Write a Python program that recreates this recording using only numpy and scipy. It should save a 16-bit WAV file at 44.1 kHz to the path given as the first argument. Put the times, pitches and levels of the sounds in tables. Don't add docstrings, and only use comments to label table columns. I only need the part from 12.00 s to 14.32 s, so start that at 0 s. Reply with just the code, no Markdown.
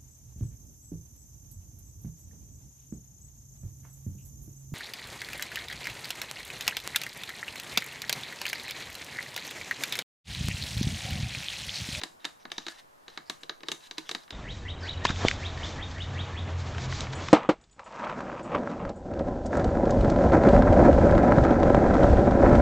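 import sys
import numpy as np
from scipy import signal
from scipy.fft import rfft, irfft, next_fast_len
from scipy.io import wavfile
from scipy.ndimage import uniform_filter1d

SR = 44100
rng = np.random.default_rng(int(sys.argv[2]) if len(sys.argv) > 2 else 0)


def inscribe(sig):
    pcm = np.round(np.clip(np.atleast_2d(sig).T, -1, 1) * 32767)
    wavfile.write(sys.argv[1], SR, pcm.astype(np.int16))


def invert_db(x):
    u = np.asarray(x, float) / 20
    return 10 ** u


N = 102488

# start in seconds, peak level in dB, hollow level in dB,
# panel level in dB, hollow pitch in Hz.
FIRST_TAPS = [
    (0.014, -26, -21, -12.5, 358),
    (0.034, -17.5, -26.5, -16, 295),
    (0.244, -26.5, -27.5, -12, 327),
    (0.25, -16.5, -30, -15.5, 292),
    (0.452, -33, -14, -6, 245),
    (0.501, -40.5, -25, -17, 234),
    (0.516, -20.5, -32, -15.5, 357),
    (0.58, -19.5, -23.5, -17.5, 264),
    (0.665, -23.5, -24, -13.5, 310),
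    (0.682, -23, -32, -13, 298),
]
SECOND_TAPS = [(1.08, -31.5, -22.5, -14, 362), (1.174, -24.5, -22.5, -10.5, 307),
               (1.297, -17.5, -26, -15.5, 297), (1.432, -29, -22.5, -19, 351), (1.494, -19, -26, -14, 376),
               (1.605, -42, -15, -13, 362), (1.632, -31.5, -16.5, -10.5, 362),
               (1.684, -17, -23.5, -17.5, 371), (1.716, -15.5, -25.5, -19.5, 363),
               (1.868, -46, -24, -38, 275), (1.91, -24.5, -28.5, -18, 336), (1.981, -19, -23.5, -19, 334),
               (2.091, -20, -25.5, -14, 414), (2.112, -20, -25.5, -18, 367),
               (2.148, -18.5, -24.5, -13.5, 274), (2.278, -44.5, -34, -10, 343),
               (2.305, -25.5, -26.5, -16, 330)]
# start in seconds, length in seconds, level in dB, share of nail from 0 to 1.
SCUFF_STROKES = [(0, 0.016, -50, 0.7), (0.196, 0.085, -61, 0.66), (0.395, 0.022, -63, 0.54),
                 (0.679, 0.047, -49.5, 0.69), (0.732, 0.077, -57.5, 0.55), (0.784, .016, -52.5, 0.98),
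                 (1.09, 0.017, -53, 0.78), (0.416, 0.018, -64.5, 0.97), (2.234, 0.0066, -55, .5),
                 (1.933, 0.0065, -68, 0.3), (1.11, 0.058, -60.5, 0.7), (1.257, 0.032, -59.5, 0.7),
                 (1.405, 0.038, -61, 0.7), (1.654, 0.082, -57, 0.5), (1.801, 0.034, -60.5, 0.69),
                 (1.823, 0.054, -53.5, 0.85), (1.973, 0.024, -52, 0.65), (2.003, 0.078, -62.5, 0.26),
                 (2.051, 0.06, -55, 0.95), (0.543, 0.088, -58.5, 0.95), (0.601, 0.073, -58, 0.92),
                 (1.056, 0.028, -70, 0.1), (2.168, 0.077, -63.5, 0.95), (2.289, 0.0065, -60.5, 0.03)]
# frequency in Hz, width in Hz, level in dB.
NAIL_MODES = [(2850, 760, -7), (3853, 269, 1), (4774, 660, -7.5), (5795, 724, -10), (6795, 1180, -13.5),
              (10200, 15000, -30.5)]
PANEL_MODES = [(655, 240, -5.5), (1026, 205, -4), (1210, 102, -0.5), (1687, 282, 0.5), (2250, 105, -5.5)]
# frequency in Hz, level in dB, T60 in seconds.
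HOLLOW_MODES = [(228, 0, 0.089), (250, -0.5, 0.086), (294.1, 4.8, 0.059), (330, -3, 0.12),
                (367.5, -1.1, 0.073), (452.5, 2, 0.075)]
# frequency in Hz, level in dB.
SLANT_CURVE = [(300, -18), (700, 0.5), (1400, -14.5), (4000, -18.5), (9000, -9.5), (14000, -3)]
# frequency in Hz, T60 in seconds.
TABLE_DECAY = [(300, 0.032), (1500, 0.029), (5000, 0.031), (12000, 0.035)]
ROOM_DECAY = [(200, 0.41), (1000, .25), (4000, 0.24), (12000, 0.45)]
# frequency in Hz, level in dB.
ECHO_CURVE = [(150, -4), (400, 0.5), (1000, 3), (4000, -2.5), (8000, 1), (14000, 4.5)]
# frequency in Hz, left-right likeness from -1 to 1.
ECHO_LIKENESS = [(150, 0.64), (350, -1.1), (700, 1), (1400, 0.67), (3000, 0.56), (8000, 0.79),
                 (14000, 0.22)]
# frequency in Hz, level in dB per Hz.
HUM_CURVE = [(12, 9), (20, -12), (426, -2.5), (548, 1), (686, 2.5), (1100, 1), (2640, -15.5),
             (15000, -25.5), (16300, -60)]
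# frequency in Hz, left-right likeness from -1 to 1.
HUM_LIKENESS = [(60, 0.46), (130, 0.28), (290, -0.19), (640, -0.82), (1410, -0.7), (3100, 0.092),
                (6820, 0.4), (15000, 0.49)]

PEAK_DB, PANEL_DB, HOLLOW_DB = -9.5, 10, 19
RISE_S, CHATTER_S, FALL_S = 0.00077, 0.0028, 0.0179
CHATTER_DB = 4
SPREAD_S = 0.002
BRIGHT_HZ, BRIGHT_DB_PER_DB = 7040, 0.98
SPOT_DB, SPOT_SHIFT = 1.5, 0.02
HOLLOW_RISE_S, REACH_DB_PER_OCTAVE = 0.0029, 22.5
TABLETOP_HZ, TABLETOP_DB, TABLETOP_T60_S = 155.7, -13, 0.29
HOLLOW_SEND_DB = -5
SCUFF_RISE, SCUFF_EDGE_S, SCUFF_GRAIN_DB = 0.25, 0.0037, 5
TABLE_DB, TABLE_DELAY_S = -5, 0.0017
ROOM_DB, ROOM_DELAY_S = -7, 0.0031
WALL_S, WALL_DB, WALL_RIGHT = 0.0118, -18, -0.24
LOW_CUT_HZ, TOP_HZ = 151, 12600
HUM_DB = -63


def taps():
    s, db, hollow_db, panel_db, pitch_hz = np.transpose(list(FIRST_TAPS) + list(SECOND_TAPS))[..., None]
    t = np.arange(SR // 8) / SR
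    spot = rng.standard_normal((len(s), 17, 2))
    spot[:, 1, 0] = np.abs(spot[:, 1, 0])
    strikes = contact_forces(len(s), t)
    direct, side, sent = np.sqrt(CHATTER_S * SR) * nail_and_panel(strikes, db, panel_db, spot)
    hollow = invert_db(hollow_db + HOLLOW_DB) * hollow_and_tabletop(t, pitch_hz, spot[:, 11:])
    slant = filtered(side, lambda f: invert_db(along(SLANT_CURVE, f)))
    pair = (direct + hollow)[:, None] + slant[:, None] * np.array([[1], [-1]])
    level = invert_db(db + PEAK_DB)
    return placed(s[:, 0], level[..., None] * pair, level * (sent + invert_db(HOLLOW_SEND_DB) * hollow))


def contact_forces(count, t):
    contact = np.clip(t / RISE_S, 0, 1) * invert_db(-60 * np.clip(t - CHATTER_S, 0, None) / FALL_S)
    blow = np.tile(t == 0, (count, 1)).astype(float)

    def bending(f):
        turns = SPREAD_S * (2 * np.sqrt(4000 * (f + 600)) - f * np.sqrt(4000 / 20000))
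        return np.exp(-2j * np.pi * turns)

    chatter, slant = energy(contact * rng.standard_normal((2, count, len(t))))
    rattle = filtered(blow, bending) + invert_db(CHATTER_DB) * chatter
    return np.array([evened(rattle, np.sqrt(contact)), slant, blow])


def nail_and_panel(force, db, panel_db, spot):
    def nail(f):
        sheen = invert_db(BRIGHT_DB_PER_DB * (db - db.max()) * f ** 2 / (f ** 2 + BRIGHT_HZ ** 2))
        return sheen * peaks(NAIL_MODES, spot)(f)

    panel = energy(filtered(force, peaks(PANEL_MODES, spot[:, 6:])))
    return energy(filtered(force, nail)) + invert_db(panel_db + PANEL_DB) * panel


def hollow_and_tabletop(t, pitch_hz, spot):
    total = invert_db(TABLETOP_DB - 60 * t / TABLETOP_T60_S) * np.sin(2 * np.pi * TABLETOP_HZ * t) * (1 - t / t[-1])
    for k, (hz, db, t60_s) in enumerate(HOLLOW_MODES):
        reach_db = -REACH_DB_PER_OCTAVE * np.abs(np.log2(hz / pitch_hz))
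        level_db = db + reach_db + SPOT_DB * spot[:, k, :1]
        shifted_hz = hz * (1 + SPOT_SHIFT * spot[:, k, 1:])
        total = total + invert_db(level_db - 60 * t / t60_s) * np.sin(2 * np.pi * shifted_hz * t)
    return total * (1 - np.exp(-t / HOLLOW_RISE_S))


def scuffs():
    s, length_s, db, share = np.transpose(SCUFF_STROKES)[..., None]
    t = np.arange(SR // 8) / SR
    swell = 0.26 + t / (SCUFF_RISE * length_s)
    lift = (length_s - t) / SCUFF_EDGE_S + 0.5
    stroke = np.clip(np.minimum(swell, lift), 0, 1)
    grit = rng.standard_normal((3, len(s), len(t)))
    grain = invert_db(SCUFF_GRAIN_DB * unit(uniform_filter1d(grit[2], size=30)))
    spot = 2 * rng.standard_normal((len(s), 11, 2))
    nail = unit(filtered(grain * grit[0], peaks(NAIL_MODES, spot)))
    panel = unit(filtered(grain * grit[1], peaks(PANEL_MODES, spot[:, 6:])))
    rub = invert_db(db) * stroke * (np.sqrt(share) * nail + np.sqrt(1 - share) * panel)
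    return placed(s[:, 0], rub[:, None], rub)


def peaks(modes, spot):
    def response(f):
        total = 0
        for k, (hz, width_hz, db) in enumerate(modes):
            c = hz * (1 + SPOT_SHIFT * spot[:, k, 1:])
            gain = (-1) ** k * invert_db(db + SPOT_DB * spot[:, k, :1])
            total = total + gain * 1j * f * width_hz / (c * c - f * f + 1j * f * width_hz)
        return total
    return response


def placed(times_s, sounds, sent):
    size = SR // 4
    table = invert_db(TABLE_DB) * tails(TABLE_DECAY, TABLE_DELAY_S, len(times_s), size // 2)
    echo = invert_db(ROOM_DB) * tails(ROOM_DECAY, ROOM_DELAY_S, len(times_s), size)
    echo[..., :size // 2] += table
    echo[..., round(WALL_S * SR)] += invert_db(WALL_DB) * np.array([1, WALL_RIGHT])
    coloured = filtered(sent, lambda f: invert_db(along(ECHO_CURVE, f)))
    wet = signal.fftconvolve(coloured[:, None], echo, axes=2)
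    wet[..., :sounds.shape[-1]] += sounds
    out = np.zeros((2, N + SR))
    for s, w in zip(times_s, wet):
        out[:, round(s * SR):][:, :w.shape[1]] += w

    def band(f):
        return (1j * f / (LOW_CUT_HZ + 1j * f)) ** 3 / np.sqrt(1 + (f / TOP_HZ) ** 16)

    return filtered(out[:, :N], band)


def tails(decay, delay_s, count, size):
    hz, t, z = signal.stft(rng.standard_normal((count, 2, size)), SR, nperseg=128)
    fading = z * invert_db(-60 * t / along(decay, hz)[:, None])
    tail = signal.istft(fading, SR, nperseg=128)[1][..., :size]
    onset = np.clip(np.arange(size) / SR / delay_s - 1, 0, 1)
    tail = spread(tail, ECHO_LIKENESS) * onset
    return tail / np.sqrt(np.sum(tail ** 2, axis=(1, 2), keepdims=True) / 2)


def hum():
    pair = spread(rng.standard_normal((2, N)), HUM_LIKENESS, lambda f: invert_db(along(HUM_CURVE, f)))
    return invert_db(HUM_DB) * pair / np.sqrt(np.mean(pair.mean(axis=0) ** 2))


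def spread(pair, likeness, gain=lambda f: 1):
    def response(f):
        turn = np.arccos(np.clip(along(likeness, f), -1, 1)) / 2
        return gain(f) * np.array([np.cos(turn), np.sin(turn)])

    out = filtered(pair, response)
    mid, side = out[..., 0, :], out[..., 1, :]
    return np.stack([mid + side, mid - side], axis=-2)


def evened(x, gate):
    for _ in range(4):
        z = rfft(x * gate)
        x = irfft(z / (np.abs(z) + 1e-9), x.shape[-1])
    return energy(x * gate)


def filtered(x, response):
    m = next_fast_len(x.shape[-1] + 1024)
    return irfft(rfft(x, m) * response(np.fft.rfftfreq(m, 1 / SR)), m)[..., :x.shape[-1]]


def along(points, hz):
    f, v = np.transpose(points)
    return np.interp(np.log(hz + 1), np.log(f + 1), v)


def energy(x):
    return x / np.sqrt(np.sum(x ** 2, axis=-1, keepdims=True) + 1e-20)


def unit(x):
    return x / np.sqrt(np.mean(x ** 2, axis=-1, keepdims=True) + 1e-20)


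def scene():
    return taps() + scuffs() + hum()


def band_limit(x):
    return signal.sosfilt(signal.butter(12, 16480, fs=SR, output="sos"), x)


def record(dry):
    return band_limit(dry)


dry = scene()
out = record(dry)
inscribe(out)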